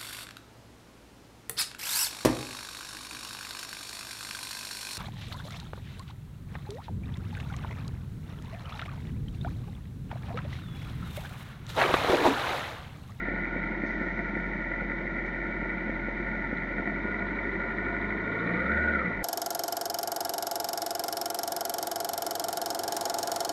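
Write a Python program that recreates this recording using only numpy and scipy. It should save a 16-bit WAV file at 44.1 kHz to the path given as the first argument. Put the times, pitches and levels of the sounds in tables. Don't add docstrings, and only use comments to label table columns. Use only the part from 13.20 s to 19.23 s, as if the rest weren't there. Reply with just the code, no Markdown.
import sys
import numpy as np
from scipy import signal
from scipy.fft import rfft, irfft
from scipy.io import wavfile

SR = 44100
rng = np.random.default_rng(int(sys.argv[2]) if len(sys.argv) > 2 else 0)


def to_wav(s):
    ch = np.atleast_2d(s).T
    pcm = np.round(np.clip(ch, -1, 1) * 32767)
    wavfile.write(sys.argv[1], SR, pcm.astype(np.int16))


N = 265923
TIME = np.arange(N) / SR

# frequency in Hz, relative level in dB.
DISTANT_SPECTRUM = [(35, -31.5), (60, -11.5), (70, -15), (152, -5), (215, 2), (254, -7), (332, 3),
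                    (447, -11), (563, -4), (829, -15), (895, -8.5), (1160, -23), (1300, -24), (1690, -56.5),
                    (2860, -120)]
# firings per second, level in dB.
OTHER_ENGINES = [(18.4, -46.5), (26.3, -43), (39.2, -47.5)]
# frequency in Hz, relative level in dB.
HISS_SPECTRUM = [(2500, -9), (3900, 3.5), (4900, 1), (6500, -2), (7000, -23), (7400, -24)]
# start in seconds, relative level in dB, rise and decay in seconds.
SCUFFS = [(.65, -56, .02, .03), (.70, -68, .09, .45), (2.055, -62, .004, .015)]
# time in seconds, firings per second.
FIRING_RATE = [(0.0, 43.67), (0.45, 43.65), (0.85, 45.43), (1.35, 44.0), (2.55, 45.07), (2.8, 43.13),
               (3.05, 45.11), (3.63, 43.8), (3.9, 49.59), (4.5, 47.52), (4.65, 49.97), (4.95, 50.01),
               (5.35, 59.6), (5.54, 74.3), (5.72, 74.63), (6.02, 44.23)]
# time in seconds, effort in dB. A source's "load" is its dB per dB of effort.
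EFFORT = [(0, -1), (.8, -1.5), (1.3, -3), (3.5, -1.5), (3.9, -2), (5.0, -1), (5.3, 2), (5.72, 2),
          (6.03, -4)]
# frequency in Hz, relative level in dB.
TICK_SPECTRUM = [(2500, -25), (2860, -19.5), (3350, -4), (3620, 2.5), (3800, -9), (4000, 5.5), (4200, -24),
                 (4800, -20), (5300, -45)]
# start in seconds, relative level in dB.
LOUD_TICKS = [(3.372, -16), (4.40, -20), (5.37, -17)]
# tooth contacts per engine cycle, relative level in dB.
GEAR_MESHES = [(78, 0), (82, -6), (84, -3), (99, -6)]
# frequency in Hz, width in Hz, relative level in dB.
CASE_MODES = [(910, 65, -12), (1365, 80, -8), (1442, 55, -2), (1580, 150, -16), (1835, 100, -4),
              (1920, 80, -2), (1996, 65, 0), (2110, 120, -6.5), (2262, 70, -5), (2360, 100, -17)]
# start in seconds, relative level in dB.
KNOCKS = [(.991, -12), (1.151, -15), (3.582, -11), (3.674, -11), (4.005, -15)]
# place in the cycle from 0 to 1, relative level in dB.
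CYCLE_IMPACTS = [(.02, -1), (.13, -5), (.27, -4.5), (.38, -10), (.57, -1.5), (.68, -3), (.77, 2), (.97, -2)]
# frequency in Hz, relative level in dB.
FIZZ_SPECTRUM = [(1500, -26.5), (2300, -29.5), (2520, 0.5), (2680, -6.5), (2870, 7.5), (3080, 2), (3280, 9),
                 (3410, -2.5), (3620, 10.5), (4020, 3), (4180, -1.5), (4450, -5), (4900, -17), (6500, -35)]
# start in seconds, relative level in dB.
POPS = [(0.084, -24.5), (0.137, -30), (0.361, -26), (0.635, -24.5), (0.813, -29), (1.167, -25.5),
        (1.621, -29), (1.706, -29), (1.981, -31), (2.246, -31), (2.427, -28), (2.694, -24.5),
        (2.884, -27.5), (3.147, -30.5), (3.328, -25), (3.597, -28), (3.851, -27), (4.271, -30)]
# multiple of the firing rate, relative level in dB.
GROWL_ORDERS = [(2.25, -7), (3, -9), (3.5, -6), (4, -1), (5, 3), (5.75, -1), (6.5, 0), (7.25, 0), (8, -1),
                (8.5, 0), (9, -8), (10, -13)]
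# frequency in Hz, half-width in Hz, lift in dB.
PIPE_MODES = [(208, 28, 7.5), (284, 24, 5), (510, 28, 4)]
# frequency in Hz, level in dB.
PIPE_RESPONSE = [(44, -40.5), (50, -42), (56, -54.5), (62, -45), (75, -37), (90, -62), (101, -47.5),
                 (115, -45), (145, -58.5), (176, -35), (200, -46), (224, -43.5)]
# frequency in Hz, gain in dB.
MUFFLER_RESPONSE = [(30, -47.5), (90, -23), (150, -10), (180, 9.5), (215, 4), (265, -10.5), (335, 1.5),
                    (400, -12), (460, -7.5), (560, -23.5), (700, 0.5), (820, -30.5), (1100, -23),
                    (1500, -52.5)]
CYLINDERS = [-3.5, 1.5, -9, -8.5]


def amp(db):
    return 10 ** (np.asarray(db) / 20)


def unit(x):
    return x / np.sqrt(np.mean(x ** 2) + 1e-20)


def curve(rows, at=TIME):
    return np.interp(at, *np.transpose(rows))


def drift(hz):
    f = np.fft.rfftfreq(N, 1 / SR)
    return unit(irfft(rfft(rng.standard_normal(N)) / (1 + (f / hz) ** 4), N))


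def resonance(hz, centre, half_width):
    return 1 / (1 + ((hz - centre) / half_width) ** 2)


def causal(x, gain, size=8192):
    cepstrum = irfft(np.log(gain(np.fft.rfftfreq(size, 1 / SR)) + 1e-6))
    cepstrum[1:size // 2] *= 2
    cepstrum[size // 2 + 1:] = 0
    response = irfft(np.exp(rfft(cepstrum)))[:size // 2]
    return signal.oaconvolve(x, response)[:N]


def colour(x, points):
    hz, db = np.transpose(points)
    return causal(x, lambda f: amp(np.interp(np.log(f + 1), np.log(hz + 1), db)))


def strokes(turns, scatter_db):
    at = np.flatnonzero(np.diff(np.floor(turns)) > 0)
    clicks = np.zeros(N)
    clicks[at] = amp(scatter_db * np.clip(rng.standard_normal(len(at)), -2, 2))
    return clicks


def blows(rows):
    start, db = np.transpose(rows)
    return np.bincount(np.round(start * SR).astype(int), amp(db), N)[:N]


def fade(clicks, seconds):
    return signal.lfilter([1], [1, -np.exp(-1 / (seconds * SR))], clicks)


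def revs(speed):
    return (speed - speed.min()) / np.ptp(speed)


def clutch(engage_s=3.6, take_up_s=0.32, release_s=5.85, let_go_s=0.2):
    closing = (TIME - engage_s) / take_up_s
    opening = 1 - (TIME - release_s) / let_go_s
    return np.clip(np.minimum(closing, opening), 0, 1)


def other_bikes(wash_db=-44, puff_s=0.024, wander=0.025):
    out = amp(wash_db) * unit(colour(rng.standard_normal(N), DISTANT_SPECTRUM))
    for rate, db in OTHER_ENGINES:
        turns = np.cumsum(rate * (1 + wander * drift(2))) / SR
        puffs = fade(strokes(turns, scatter_db=0.5), puff_s) * rng.standard_normal(N)
        out += amp(db) * unit(colour(puffs, DISTANT_SPECTRUM))
    return out


def scuffs(hiss_db=-73):
    spurts = sum(fade(fade(blows([(start, db)]), decay), rise) / (rise * SR)
                 for start, db, rise, decay in SCUFFS)
    return np.hypot(spurts, amp(hiss_db)) * unit(colour(rng.standard_normal(N), HISS_SPECTRUM))


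def road_echoes(x, wet_db=-9, t60=0.16, echoes_per_s=2000, gap_s=0.004):
    t = np.arange(SR // 4) / SR
    taps = rng.standard_normal(len(t)) * (rng.random(len(t)) < echoes_per_s / SR)
    taps *= amp(-60 * t / t60) * (t > gap_s)
    return x + amp(wet_db) * signal.oaconvolve(x, taps / np.linalg.norm(taps))[:N]


def tappet(cycle, effort, drive, idle_db=-76, drive_db=9.5, load=0.37):
    place, lead, ring_s, scatter_db = 0.555, 0.11, 0.005, 1.2
    shutting = strokes(cycle - place, scatter_db)
    opening = amp(-3) * strokes(cycle - place + lead, scatter_db)
    bursts = fade(shutting + opening, ring_s) * rng.standard_normal(N)
    ticking = amp(idle_db + drive_db * drive + load * effort) * unit(colour(bursts, TICK_SPECTRUM))
    return ticking + colour(blows(LOUD_TICKS), TICK_SPECTRUM)


def gears(cycle, speed, effort, drive, idle_db=-48.5, drive_db=10, top_db=9, load=0.48):
    panel_hz, width_hz, below_db = 1420, 95, -14.5
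    slip, flutter, ring_db, ring_drive_db = 0.15, 0.36, -47, 4.5
    mesh = np.zeros(N)
    for teeth, db in GEAR_MESHES:
        hz = teeth * speed / len(CYLINDERS)
        shelf = amp(below_db) / (1 + np.exp((hz - panel_hz) / width_hz))
        gain = shelf + resonance(hz, panel_hz, width_hz)
        mesh += amp(db) * gain * np.sin(2 * np.pi * (teeth * cycle + slip * drift(51)))
    mesh *= 1 + flutter * (np.sin(4 * np.pi * cycle) + drift(69))
    whine = amp(idle_db + drive_db * drive + top_db * revs(speed) ** 2) * mesh
    cover = causal(rng.standard_normal(N), lambda hz: resonance(hz, centre=1440, half_width=33))
    return whine + amp(ring_db + ring_drive_db * drive + load * effort) * unit(cover)


def engine_case(x):
    def gain(f):
        modes = (amp(db) * resonance(f, hz, 0.71 * width) for hz, width, db in CASE_MODES)
        return np.sqrt(sum(mode ** 2 for mode in modes))
    return causal(x, gain)


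def knocks(gain_db=24, cutoff_hz=2500):
    blunt = signal.sosfilt(signal.butter(6, cutoff_hz, fs=SR, output="sos"), blows(KNOCKS))
    return amp(gain_db) * (engine_case(blunt) - colour(blunt, MUFFLER_RESPONSE))


def clatter(cycle, speed, effort, metal_db=-35, fizz_db=-62, metal_load=0.55, fizz_load=0.67):
    ring_s, jitter, advance, rattle_share = 0.004, 0.004, 0.42, 0.45
    turns = cycle + advance * np.log(speed / speed[0])
    hits = sum(amp(db) * strokes(turns - place + jitter * drift(20), scatter_db=1)
               for place, db in CYCLE_IMPACTS)
    rattle = unit(fade(hits, ring_s) * rng.standard_normal(N))
    churn = rng.standard_normal(N)
    metal = unit(engine_case(np.sqrt(rattle_share) * rattle + np.sqrt(1 - rattle_share) * churn))
    fizz = unit(colour(0.3 * rattle + churn, FIZZ_SPECTRUM))
    return amp(metal_db + metal_load * effort) * metal + amp(fizz_db + fizz_load * effort) * fizz


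def pops(width_s=0.00064, echo_s=0.00365, echo=0.54, gain_db=2, low_hz=170):
    t = np.arange(SR // 50) / SR - 2 * width_s
    hump = np.exp(-(t / width_s) ** 2) + echo * np.exp(-((t - echo_s) / width_s) ** 2)
    hump = signal.sosfilt(signal.butter(2, low_hz, "high", fs=SR, output="sos"), hump)
    return amp(gain_db) * signal.oaconvolve(blows(POPS), hump / hump.max())[:N]


def growl(cycle, speed, effort, drive, level_db=-39.5, load=1.1, bite_db=10, ease_db=6):
    between_db, bite_order, bite_width, roughness = -4, 8, 0.8, 0.3
    knots = np.linspace(0, TIME[-1], 70)
    bite = drive * (bite_db - ease_db * revs(speed))
    out = np.zeros(N)
    for line in range(9, 41):
        order = line / len(CYLINDERS)
        db = curve(GROWL_ORDERS, order) + between_db * (order % 1 > 0)
        db += sum(lift * resonance(order * speed, hz, width) for hz, width, lift in PIPE_MODES)
        db += bite / (1 + ((order - bite_order) / bite_width) ** 4)
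        real, imag = rng.standard_normal((2, len(knots)))
        waver = np.interp(TIME, knots, 1 + roughness * (real + 1j * imag))
        out += amp(db) * (waver * np.exp(2j * np.pi * (line * cycle + rng.random()))).real
    return amp(level_db + load * effort) * unit(out)


def throb(cycle, speed, effort, waver_db=1, crank_db=-62, load=3):
    phase = 2 * np.pi * len(CYLINDERS) * cycle
    orders = sum(amp(curve(PIPE_RESPONSE, k * speed)) * np.sin(k * phase) for k in range(1, 4))
    crank = amp(crank_db + load * effort) * np.sin(phase / 2)
    return np.sqrt(2) * (orders * amp(waver_db * drift(6.3)) + crank)


def exhaust(cycle, effort, level_db=-46, puff_s=0.027, place=0.94, load=0.86):
    firings = sum(amp(db) * strokes(cycle - place - k / len(CYLINDERS), scatter_db=0)
                  for k, db in enumerate(CYLINDERS))
    gas = fade(firings, puff_s) * rng.standard_normal(N)
    boom = unit(colour(firings, MUFFLER_RESPONSE)) + unit(colour(gas, MUFFLER_RESPONSE))
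    return amp(level_db + load * effort) * boom


def scene():
    speed, effort, drive = curve(FIRING_RATE), curve(EFFORT), clutch()
    hunting = 0.007 * drift(hz=3)
    cycle = np.cumsum(speed) / SR / len(CYLINDERS) + hunting
    pulses = exhaust(cycle, effort) + clatter(cycle, speed, effort)
    pulses += knocks() + tappet(cycle, effort, drive)
    tones = throb(cycle, speed, effort) + growl(cycle, speed, effort, drive)
    tones += gears(cycle, speed, effort, drive)
    return (road_echoes(pulses) + pops() + tones + other_bikes() + scuffs())[None]


def record(dry):
    edge_hz = 7200
    low_pass = signal.firwin(401, edge_hz, window=("kaiser", 8), fs=SR)
    return signal.oaconvolve(dry, low_pass[None], "same")


dry = scene()
out = record(dry)
to_wav(out)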